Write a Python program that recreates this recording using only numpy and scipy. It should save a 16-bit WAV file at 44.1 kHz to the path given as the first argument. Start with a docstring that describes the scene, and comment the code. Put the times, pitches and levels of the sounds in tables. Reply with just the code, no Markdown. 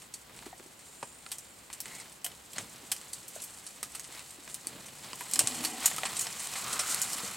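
"""Dry bush: an elephant reaches into a tree and drags a leafy branch down with its trunk.
Twigs snap one by one as noise bursts that ring branch modes; limbs knock as damped mode pairs.
The bough gives with loud cracks and a groan of noise-driven resonances; its foliage sweeps down as clumped grains.
Echoes scatter every crack; bark swishes, leaf stalks pop, a thin high sizzle swells and fades.
The open air is otherwise quiet: a bed of coloured noise."""
import sys
import numpy as np
from scipy import signal
from scipy.fft import rfft, irfft
from scipy.io import wavfile
from scipy.ndimage import uniform_filter1d

SR = 44100
rng = np.random.default_rng(int(sys.argv[2]) if len(sys.argv) > 2 else 0)


def unload_wav(signal):
    """Save mono or channel-first audio to the path in sys.argv[1] as 16-bit WAV at rate SR, clipped to [-1, 1]."""
    wavfile.write(
        sys.argv[1],
        SR,
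        np.round(np.clip(np.atleast_2d(signal).T, -1, 1) * 32767).astype(np.int16),
    )


N = 324576
TIME = np.arange(N) / SR


def from_db(db):
    """Decibels to amplitude gain."""
    return 10 ** (np.asarray(db) / 20)


def rms_one(x):
    """Scale to unit power."""
    return x / np.sqrt(np.mean(x ** 2) + 1e-20)


def unit_energy(x):
    """Scale a short sound to a mean energy of one per channel."""
    return x / np.sqrt(np.mean(np.sum(x ** 2, axis=-1)) + 1e-20)


def at_hz(points, hz):
    """Read a spectrum on a log-frequency axis."""
    f, value = np.transpose(points)
    return np.interp(np.log(np.maximum(hz, 1)), np.log(f), value)


def bins(x):
    """Frequencies of a signal's transform, in Hz."""
    return np.fft.rfftfreq(x.shape[-1], 1 / SR)


def colour(x, level_db):
    """Minimum-phase filter, by folded cepstrum, with the given level per bin."""
    size = x.shape[-1]
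    cepstrum = irfft(np.log(from_db(level_db)), size)
    cepstrum[1:size // 2] *= 2
    cepstrum[size // 2 + 1:] = 0
    response = np.exp(rfft(cepstrum))
    return irfft(rfft(x) * response, size)


def spread(pair, likeness):
    """Mix two unrelated signals, as mid and side, into a partly correlated left and right."""
    alike = np.clip(at_hz(likeness, bins(pair)), 0, 1)
    mid, side = rfft(pair) * np.sqrt([(1 + alike) / 2, (1 - alike) / 2])
    return irfft(np.array([mid + side, mid - side]), pair.shape[-1])


def shaped(pair, spectrum, likeness):
    """Stereo sound of a given spectrum, at unit power."""
    stereo = spread(pair, likeness)
    return rms_one(colour(stereo, at_hz(spectrum, bins(pair))))


def drift(rate_hz):
    """Slow random curve with unit RMS: noise through two equal poles, at 1/40 of the sample rate."""
    r = np.exp(-80 * np.pi * rate_hz / SR)
    noise = rng.standard_normal(N // 40 + 2002)
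    slow = signal.lfilter([1], [1, -2 * r, r * r], noise)[2000:]  # start-up dropped
    return np.interp(np.arange(N) / 40, np.arange(len(slow)), rms_one(slow))


def resonate(x, hz, width_hz):
    """Two-pole resonance with about unit gain at its peak."""
    r = np.exp(-np.pi * width_hz / SR)
    zeros = np.array([1, 0, -1]) * (1 - r * r) / 2
    poles = [1, -2 * r * np.cos(2 * np.pi * hz / SR), r * r]
    return signal.lfilter(zeros, poles, x)


def add(out, start_s, sound, level_db):
    """Mix in a short sound with the energy of 10 ms at the given level."""
    at = int(start_s * SR)
    scaled = unit_energy(sound) * np.sqrt(SR / 100) * from_db(level_db)
    part = scaled[:, :N - at]
    out[:, at:at + part.shape[1]] += part


def swell(peak_s, length_s, rise_share):
    """Bell-shaped rise to one at the peak, then a fall; the rise takes a share of the length."""
    rise = np.clip(rise_share, .1, .9)
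    away = (TIME - peak_s) / (length_s * np.where(TIME < peak_s, rise, 1 - rise))
    return np.exp(-np.minimum(away ** 2, 20))


def held(start_s, end_s, attack_s, release_s):
    """Linear attack, hold and release, between zero and one."""
    attack = (TIME - start_s) / attack_s
    release = 1 - (TIME - end_s) / release_s
    return np.clip(np.minimum(attack, release), 0, 1)


# left-right likeness of the tree straight ahead: [f/Hz, correlation]
TREE_LIKENESS = [(50, 0.99), (250, 1), (500, 0.93), (1200, 0.98), (2800, 1), (6000, .91), (9000, .95),
                 (12000, .999)]


def scatter(t, near_s, far_s, far_db):
    """Noise echoes: those off nearby wood die fast, those from the farther bush are faint and linger."""
    uneven = from_db(5.7 * rng.standard_normal(len(t)))
    echoes = spread(rng.standard_normal((2, len(t))) * uneven, TREE_LIKENESS)
    fade = np.exp(-t / near_s) + from_db(far_db) * np.exp(-t / far_s)
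    onset = 1 - np.exp(-(t / 0.0016) ** 2)
    return unit_energy(echoes * fade * onset)


def ringing(modes):
    """Noise, as irregular friction, keeps a set of resonances sounding; unit power."""
    friction = spread(rng.standard_normal((2, N)), TREE_LIKENESS)
    total = 0
    for hz, width_hz, db in modes:
        mode = resonate(resonate(friction, hz, width_hz), hz, 4 * width_hz)
        total = total + from_db(db) * rms_one(mode)
    return rms_one(total)


def rustle(spectrum, per_s, size_db, clump_db, smooth_db):
    """Countless small contacts come in clumps; the far ones merge into a fluttering hiss."""
    rate = per_s * from_db(clump_db * drift(14))
    born = rng.random((2, N)) < rate / SR
    sizes = from_db(size_db * np.minimum(rng.exponential(1, (2, N)), 4.5))
    signs = rng.choice([-1, 1], (2, N))
    hiss = rng.standard_normal((2, N)) * from_db(2.13 * drift(55))
    grains = rms_one(born * sizes * signs)
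    return shaped(grains + from_db(smooth_db) * hiss, spectrum, TREE_LIKENESS)


# steady pull on the branch, as the stir of its foliage: [t/s, level/dB]
PULL = [(0.0, -58.5), (0.76, -57.5), (1.09, -57), (2.58, -55.5), (3.34, -52.5), (3.61, -54), (5.02, -51.5),
        (5.51, -41.5), (5.62, -44.5), (6.79, -40), (6.91, -36.5), (7.36, -41.5)]
MIDDLING_PULL_DB = -49


def pull_swing():
    """The pull's rise and fall about its middling level, in dB, interpolated in time."""
    t, level_db = np.transpose(PULL)
    return np.interp(TIME, t, level_db) - MIDDLING_PULL_DB


# level at the middling pull, and dB per dB of the pull's swing
LEAF_DB, LEAF_FOLLOWS = -50.5, 1.02
TWIG_DB, TWIG_FOLLOWS = -53.5, 0.94
LIMB_DB, LIMB_FOLLOWS = -61.5, 0.57
# single tugs of the trunk: [peak t/s, length/s, leaf level/dB, twig level/dB, limb level/dB]
TUGS = [(0.01, 0.1, -53.5, -62, -72), (0.39, 0.24, -57, -56.5, -59.5), (1.92, 0.24, -48.5, -51, -58.5),
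        (2.304, 0.061, -64, -58, -58), (2.597, 0.15, -51, -49.5, -51), (2.79, 0.29, -60.5, -57, -61),
        (3.05, 0.24, -55, -56, -82), (3.417, 0.27, -51.5, -57, -67), (4.152, 0.15, -51, -49.5, -71),
        (4.5, 0.06, -50.5, -61, -62), (4.74, 0.28, -60, -55.5, -54), (5.076, 0.18, -51, -49.5, -56),
        (5.37, 0.15, -42.5, -49, -52.5), (5.605, 0.15, -45.5, -45, -50), (5.846, 0.17, -44, -40, -58),
        (6.04, 0.39, -48, -47, -54), (6.695, 0.21, -52, -44, -49.5), (7.187, 0.15, -50.5, -60, -52)]
TUG_RISE_SHARE = 0.394  # of a tug's length; the rest is its release


def shaking(pull_db):
    """Leaf, twig and limb levels in dB: the power of the steady pull plus each tug's swell."""
    leaf_db = LEAF_DB + LEAF_FOLLOWS * pull_db
    twig_db = TWIG_DB + TWIG_FOLLOWS * pull_db
    limb_db = LIMB_DB + LIMB_FOLLOWS * pull_db
    power = from_db([leaf_db, twig_db, limb_db]) ** 2
    for peak_s, length_s, *parts_db in TUGS:
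        tug = swell(peak_s, length_s, TUG_RISE_SHARE)
        power = power + np.outer(from_db(parts_db), tug) ** 2
    return 10 * np.log10(power)


# louder twigs: [t/s, level/dB over 10 ms, woody body/dB, top/dB, scattered share/dB, ring f/Hz]
# body and top are relative to the crack near 8 kHz
SNAPS = [(0.1395, -37, -15, -12, 2.5, 4550), (0.296, -53.5, 21, -19, -5, 1230),
         (0.3901, -48.5, 7, -12, -12, 4400), (0.425, -50, 20, -5, -1, 910), (0.458, -46.5, 17, 2, 9, 4660),
         (0.598, -51.5, 20, -13, -8, 780), (1.0283, -42, -3, -21, -3, 2560),
         (1.2641, -45, 15, -17, -16, 2100), (1.3171, -32.5, -4.5, -3, 5, 3160),
         (1.3839, -40, -24, -5, 2, 5800), (1.7016, -46, 16, -16, -3, 920),
         (1.729, -37.5, -5.5, -8, 4, 1970), (1.8035, -34, -9, 6, -2, 5440),
         (1.8568, -41.5, 5, -27, -4, 910), (2.0, -43.5, -1, -29, 1, 1965), (2.2449, -30, -8, 0, 5, 3000),
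         (2.3165, -50, 8, -8, 2, 1400), (2.264, -36, 1, 2, -2.5, 3000), (2.5327, -43.5, -7, -2, 1, 3270),
         (2.5605, -41.5, 9.5, -15, 12, 4400), (2.5831, -32, 4.5, -20, -3, 6560),
         (2.9166, -25, -5.5, -2.5, 5, 3160), (2.9643, -42.5, -6, -6, -2, 4740),
         (3.014, -46, 2, -9, -1, 4270), (3.1312, -34, -18, -9, 10, 4500), (3.2805, -41, -19, 1.5, 6, 3220),
         (3.3527, -44, -6.5, 0, 8, 6320), (3.4185, -38, -26, -7, 10, 3630), (3.438, -38, -22, 1, 6, 2450),
         (3.666, -39.5, -10, -15, 4, 4370), (3.8298, -32, -3, -3.5, -1, 1240),
         (3.9497, -36, -2.5, -7, 8, 1310), (3.996, -38, -8, -8, -1, 6580),
         (4.042, -42.5, -6, -21, 14.5, 2970), (4.1938, -44, -2, -14, -4, 2650),
         (4.3062, -45, -15, -6, 3, 4060), (4.4774, -47, 15, -5, -11, 1670),
         (4.5438, -34.5, -14, -4, 0, 3700), (4.67, -32, -18, -9, -5, 4470),
         (4.8847, -46.5, 3.5, -14, 1, 3050), (5.1318, -40, 15, -14, -12, 4950),
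         (5.209, -37, 14, 5, -2, 990), (5.3122, -37.5, -12, 1, 2, 3100), (5.336, -24.5, -16, -7, 0, 4150),
         (5.358, -29, 0, -3.5, -2, 5160), (5.392, -16.5, -9, -10, -0.5, 2760),
         (5.4729, -24, -8.5, -16, -5, 2990), (5.5457, -37, -7, -10, 6, 2970), (5.638, -33, 5, 0, 11, 4420),
         (5.6493, -26, -2, -4, 2, 4460), (5.841, -33.5, 14, -16, 9, 6800),
         (5.8582, -16.5, -10, -1.5, 3.5, 6970), (5.914, -36.5, 15, -10, 0, 1890),
         (5.963, -36, -14, -8, -5, 2930), (5.9832, -36, 8, -13, -11, 1264),
         (6.034, -31.5, 18, -16, -4, 1950), (6.0533, -29, 5.5, -23, 7, 1860),
         (6.1665, -30.5, -13, -13, 10, 3820), (6.1915, -28.5, -11.5, -6, 10, 6900),
         (6.211, -28, -15, -4, 4, 6900), (6.2685, -34.5, 5.5, -14, -2.5, 5470),
         (6.396, -34.5, -31, -20, 7, 4370), (6.4718, -38.5, -20.5, -7, -12, 3100),
         (6.555, -35.5, 11, -10, 7.5, 2050), (6.728, -29.5, -6, -13, 8, 1100),
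         (6.7924, -25, -1.5, -14, 8, 5420), (6.9456, -27.5, -29, -6, -5, 4180),
         (7.0166, -25, -21, -4, 4, 6900), (7.1323, -32, -10, -3, -3, 5500)]
# colour shared by all snaps: [f/Hz, level/dB]
CRACK = [(150, -13), (450, -6.5), (900, -2), (4500, 0), (5800, -1.5), (7000, 1), (8600, 5.5), (10300, 1.5),
         (12500, 1.5), (16000, -9)]
# branch modes, rung by every snap and by the creak: [f/Hz, width/Hz, level/dB]
BRANCH = [(763, 59, -4), (1131, 74, -2), (1668, 76, -9), (1973, 180, 3), (2454, 120, 3), (2650, 75, -4),
          (3012, 110, 4), (4290, 190, -2.5), (5500, 500, -2.5), (6060, 26, -11), (6630, 54, -10),
          (7670, 250, 1), (8420, 120, -2), (9660, 22, -18)]
MIDDLE_DB, MIDDLE_FOLLOWS = -0.15, 0.6  # 3.4 kHz level, and its dB per dB of body


def snaps(rows, ring_db, twig_ring_db, twig_q, first_fibre_db):
    """One fibre gives, others follow within milliseconds; twig and branch ring, thick twigs with more body."""
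    out, t = np.zeros((2, N)), TIME[:2 ** 13]
    for start_s, level_db, body_db, top_db, scatter_db, twig_hz in rows:
        fibres = rng.standard_normal((2, len(t)))
        tear = np.exp(-t / 0.00088) + 0.25 * np.exp(-t / 0.0031)
        # the second noise differs in sign between left and right
        direct = unit_energy((fibres[0] + 0.046 * fibres[1] * [[1], [-1]]) * tear)
        direct[:, 0] += from_db(first_fibre_db)
        echoes = scatter(t, near_s=0.01, far_s=0.031, far_db=-15.0)
        crack = unit_energy(direct) + from_db(scatter_db) * echoes
        own = from_db(twig_ring_db) * resonate(crack, twig_hz, twig_hz / twig_q)
        carried = 0
        for hz, width_hz, db in BRANCH:
            mode_gain = from_db(db + ring_db + rng.normal(0, 1.3))
            carried = carried + mode_gain * resonate(crack, hz, width_hz)
        middle_db = MIDDLE_DB + MIDDLE_FOLLOWS * body_db
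        twig = [(1100, body_db), (3400, middle_db), (6500, 0), (9500, 0), (12500, top_db)]
        spectrum_db = at_hz(twig, bins(t)) + at_hz(CRACK, bins(t))
        add(out, start_s, colour(crack + own + carried, spectrum_db), level_db)
    return out


# lesser twigs: mean rate, level re leaves at the middling pull, dB per dB of the leaves' swing
SMALL_PER_S, SMALL_DB, SMALL_FOLLOWS = 9, 0.5, 0.53
# their body and ring at middling thickness; top and scattered share
SMALL_BODY_DB, SMALL_RING_HZ, SMALL_TOP_DB, SMALL_SCATTER_DB = -10, 3800, -9, 1.5


def small_snaps(leaf_db):
    """Snap rows for lesser twigs, which break at random and harder as the foliage moves more."""
    starts = np.flatnonzero(rng.random(N) < SMALL_PER_S / SR)
    level_db = LEAF_DB + SMALL_DB + SMALL_FOLLOWS * (leaf_db - LEAF_DB)
    rows = []
    for at, (force, thick) in zip(starts, rng.uniform(-0.97, 1, (len(starts), 2))):
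        body_db = SMALL_BODY_DB + 11 * thick
        ring_hz = SMALL_RING_HZ * 2 ** (-.7 * thick)
        rows.append((at / SR, level_db[at] + 3 * force, body_db, SMALL_TOP_DB, SMALL_SCATTER_DB, ring_hz))
    return rows


# dull knocks of limbs and feet: [t/s, level/dB over 10 ms, f/Hz, t60/s]
KNOCKS = [(0.465, -43, 296, 0.018), (0.529, -45, 755, 0.03), (0.599, -49.5, 320, 0.007),
          (0.66, -53, 320, 0.016), (1.028, -37, 950, 0.015), (1.03, -48, 186, 0.014),
          (1.031, -40, 620, 0.0084), (1.263, -47.5, 1350, 0.014), (2.245, -47, 703, 0.15),
          (2.83, -52.5, 310, 0.026), (3.362, -43.5, 576, 0.035), (4.09, -54.5, 328, 0.03),
          (4.385, -51, 298, 0.027), (4.669, -49, 303, 0.026), (5.132, -45.5, 970, 0.025),
          (5.41, -37.5, 635, 0.0077), (5.434, -42, 120, 0.078), (5.982, -35, 1270, 0.022),
          (6.035, -35.5, 720, 0.011), (6.73, -49, 189, 0.04), (7.155, -49, 230, 0.036),
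          (7.234, -41, 187, 0.14)]
OVERTONE_RATIO, OVERTONE_DB = 2.5, -7  # second bending mode: multiple of the pitch, level


def knocks(bounce_s, bounce_gain, scatter_db):
    """A short contact and its rebound excite two heavily damped modes of a limb."""
    out, t = np.zeros((2, N)), TIME[:2 ** 13]
    for start_s, level_db, hz, t60_s in KNOCKS:
        blow = from_db(scatter_db) * scatter(t, near_s=0.0064, far_s=0.045, far_db=-28)
        blow[:, 0] += 1
        blow[:, int(bounce_s * SR)] += bounce_gain
        width_hz = np.log(1000) / (np.pi * t60_s)
        overtone = from_db(OVERTONE_DB) * resonate(blow, OVERTONE_RATIO * hz, width_hz)
        ring = resonate(blow, hz, width_hz) + overtone
        add(out, start_s, resonate(ring, hz, hz), level_db)
    return out


# bough modes: [f/Hz, width/Hz, level/dB]
BOUGH = [(245, 15, -0.5), (313, 9.1, -2.5), (453, 81, -5.5), (757, 98, -1)]
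BEND_START_S, BEND_END_S, BEND_ATTACK_S, BEND_RELEASE_S = 5.32, 5.75, 0.042, 0.11
GROAN_DB, GROAN_SWELL_DB_PER_S = -49.5, 10.5  # level at the start of the bend, and its rise


def groan(bend):
    """Friction rings the bough's modes, evened in level, ever louder while it bends."""
    tone = ringing(BOUGH)
    power = uniform_filter1d(np.mean(tone ** 2, axis=0), size=3000)
    level_db = GROAN_DB + GROAN_SWELL_DB_PER_S * (TIME - BEND_START_S)
    return from_db(level_db) * bend * tone / np.sqrt(power + 1e-6)


CREAK_DB, CREAK_FOLLOWS = -60.5, 1.16  # level at the middling pull, dB per dB of its swing
BEND_CREAK_DB = -50.5


def creak(pull_db, bend):
    """Friction rings the branch modes, fluttering, with the strain of pull and bend."""
    pulled = from_db(CREAK_DB + CREAK_FOLLOWS * pull_db)
    strain = np.hypot(pulled, from_db(BEND_CREAK_DB) * bend)
    return strain * from_db(0.87 * drift(23)) * ringing(BRANCH)


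# leaf colour: [f/Hz, level/dB]
LEAVES = [(2500, -22), (4300, -6.5), (6000, -4.5), (7200, 1.5), (8300, 2.5), (9400, -3.5), (11000, -6.5),
          (13000, -12), (16000, -31)]


def leaves(leaf_db):
    """Foliage sweeps as strongly clumped, bright contacts."""
    return from_db(leaf_db) * rustle(LEAVES, per_s=1500, size_db=2.5, clump_db=8.0, smooth_db=-1.5)


def stalks(leaf_db, per_s, below_db, spread_db):
    """Leaf stalks pop at random, each at its own pitch, oftener and louder as the foliage moves more."""
    out, t = np.zeros((2, N)), TIME[:2 ** 11]
    rate = per_s * from_db((leaf_db - leaf_db.max()) / 2)
    for at in np.flatnonzero(rng.random(N) < rate / SR):
        hz = np.clip(7000 * 2 ** rng.normal(0, .45), 2000, 11000)
        pop = from_db(-3.0) * scatter(t, near_s=0.0058, far_s=0.02, far_db=-21)
        pop[:, 0] += 1
        # stalks pitched away from the rustle's main band are fainter
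        level_db = leaf_db[at] + below_db + at_hz(LEAVES, hz) / 2 - spread_db * rng.random()
        add(out, at / SR, resonate(pop, hz, hz / 3), level_db)
    return out


# twig colour: [f/Hz, level/dB]
TWIGS = [(300, -15.5), (550, -5), (780, 0.5), (1000, 0.5), (1250, -0.5), (1600, -2.5), (2100, -0.5),
         (3000, -2), (4200, -1), (6500, -14)]


def twigs(twig_db):
    """Twigs brush together as clumped, mid-pitched contacts."""
    return from_db(twig_db) * rustle(TWIGS, per_s=900, size_db=4.0, clump_db=3, smooth_db=4.5)


# limb colour: [f/Hz, level/dB]
LIMBS = [(35, -22), (60, -11.5), (110, 0.5), (190, 3), (300, -3), (450, -3), (700, -6), (1400, -37.5)]


def limbs(limb_db):
    """Heavy wood shifts with a low shuffle of contacts."""
    return from_db(limb_db) * rustle(LIMBS, per_s=300, size_db=2.5, clump_db=0.5, smooth_db=0.5)


# boughs sliding over each other: [peak t/s, length/s, level/dB, centre f/Hz at the peak]
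SLIDES = [(1.933, 0.17, -54, 2090), (4.163, 0.086, -54, 2055), (6.1, 0.38, -57, 1166),
          (6.789, .46, -44, 1287), (7.22, .3, -49.5, 1230)]
SLIDE_RISE_SHARE, SLIDE_RISE_HZ_PER_S, SWISH_WIDTH_HZ = 0.45, 550, 350


def swish():
    """Bark rubs on bark with a hollow swish: a noise band that glides up as the contact moves."""
    smooth = signal.butter(2, SWISH_WIDTH_HZ / 2, fs=SR, output="sos")
    out = np.zeros(N)
    for peak_s, length_s, level_db, centre_hz in SLIDES:
        noise = rng.standard_normal(N) + 1j * rng.standard_normal(N)
        friction = signal.sosfilt(smooth, noise)
        hz = centre_hz + SLIDE_RISE_HZ_PER_S * (TIME - peak_s)
        carrier = np.exp(2j * np.pi * np.cumsum(hz) / SR)
        rub = rms_one(np.real(friction * carrier))
        out += from_db(level_db) * swell(peak_s, length_s, SLIDE_RISE_SHARE) * rub
    return out


# sizzle resonances: [f/Hz, width/Hz, level/dB]
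SIZZLE_MODES = [(7270, 290, -1.5), (8400, 390, 0), (9840, 280, -8)]
SIZZLE_PEAK_S, SIZZLE_LENGTH_S, SIZZLE_RISE_SHARE, SIZZLE_DB = 1.04, .95, .3, -56.5


def sizzle():
    """Narrow, high noise-driven resonances flutter as they swell and more slowly fade."""
    envelope = swell(SIZZLE_PEAK_S, SIZZLE_LENGTH_S, SIZZLE_RISE_SHARE)
    return envelope * from_db(SIZZLE_DB + 2.4 * drift(45)) * ringing(SIZZLE_MODES)


# air colour: [f/Hz, level/dB]
AIR = [(20, -21), (45, -9), (62, 1), (80, -7.5), (140, -4), (300, -5), (1000, -6.5), (3000, -12.5),
       (8000, -20.5), (16000, -21)]
# left-right likeness of air from all around: [f/Hz, correlation]
AIR_LIKENESS = [(60, 0.99), (140, 0.91), (260, .45), (500, 0.031), (1500, 0.024), (4000, 0.19),
                (8000, 0.36), (13000, 0.99)]
AIR_DB = -57


def air():
    """Quiet open air: steady coloured noise, wide in the middle range."""
    return from_db(AIR_DB) * shaped(rng.standard_normal((2, N)), AIR, AIR_LIKENESS)


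LEFT_DB = -.5  # left minus right, for cracks, leaves and stalks


def scene():
    """The tree under the elephant's pull, in still air."""
    pull_db = pull_swing()
    leaf_db, twig_db, limb_db = shaking(pull_db)
    bend = held(BEND_START_S, BEND_END_S, BEND_ATTACK_S, BEND_RELEASE_S)
    rows = list(SNAPS) + small_snaps(leaf_db)
    cracks = snaps(rows, ring_db=-5, twig_ring_db=6.5, twig_q=19, first_fibre_db=-13)
    pops = stalks(leaf_db, per_s=70, below_db=1.7, spread_db=13.5)
    balance = from_db([[LEFT_DB / 2], [-LEFT_DB / 2]])
    crown = (cracks + leaves(leaf_db) + pops) * balance
    blows = knocks(bounce_s=0.00276, bounce_gain=0.15, scatter_db=-2.5)
    wood = blows + groan(bend) + creak(pull_db, bend) + twigs(twig_db) + limbs(limb_db)
    return crown + wood + swish() + sizzle() + air()


CUTOFF_HZ = 15900


def record(dry):
    """Tanh rounds the highest peaks; a steep elliptic low-pass cuts the top."""
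    rounded = .9 * np.tanh(dry / .9)
    low_pass = signal.ellip(10, .2, 80, CUTOFF_HZ, fs=SR, output="sos")
    return signal.sosfilt(low_pass, rounded)


dry = scene()
out = record(dry)
unload_wav(out)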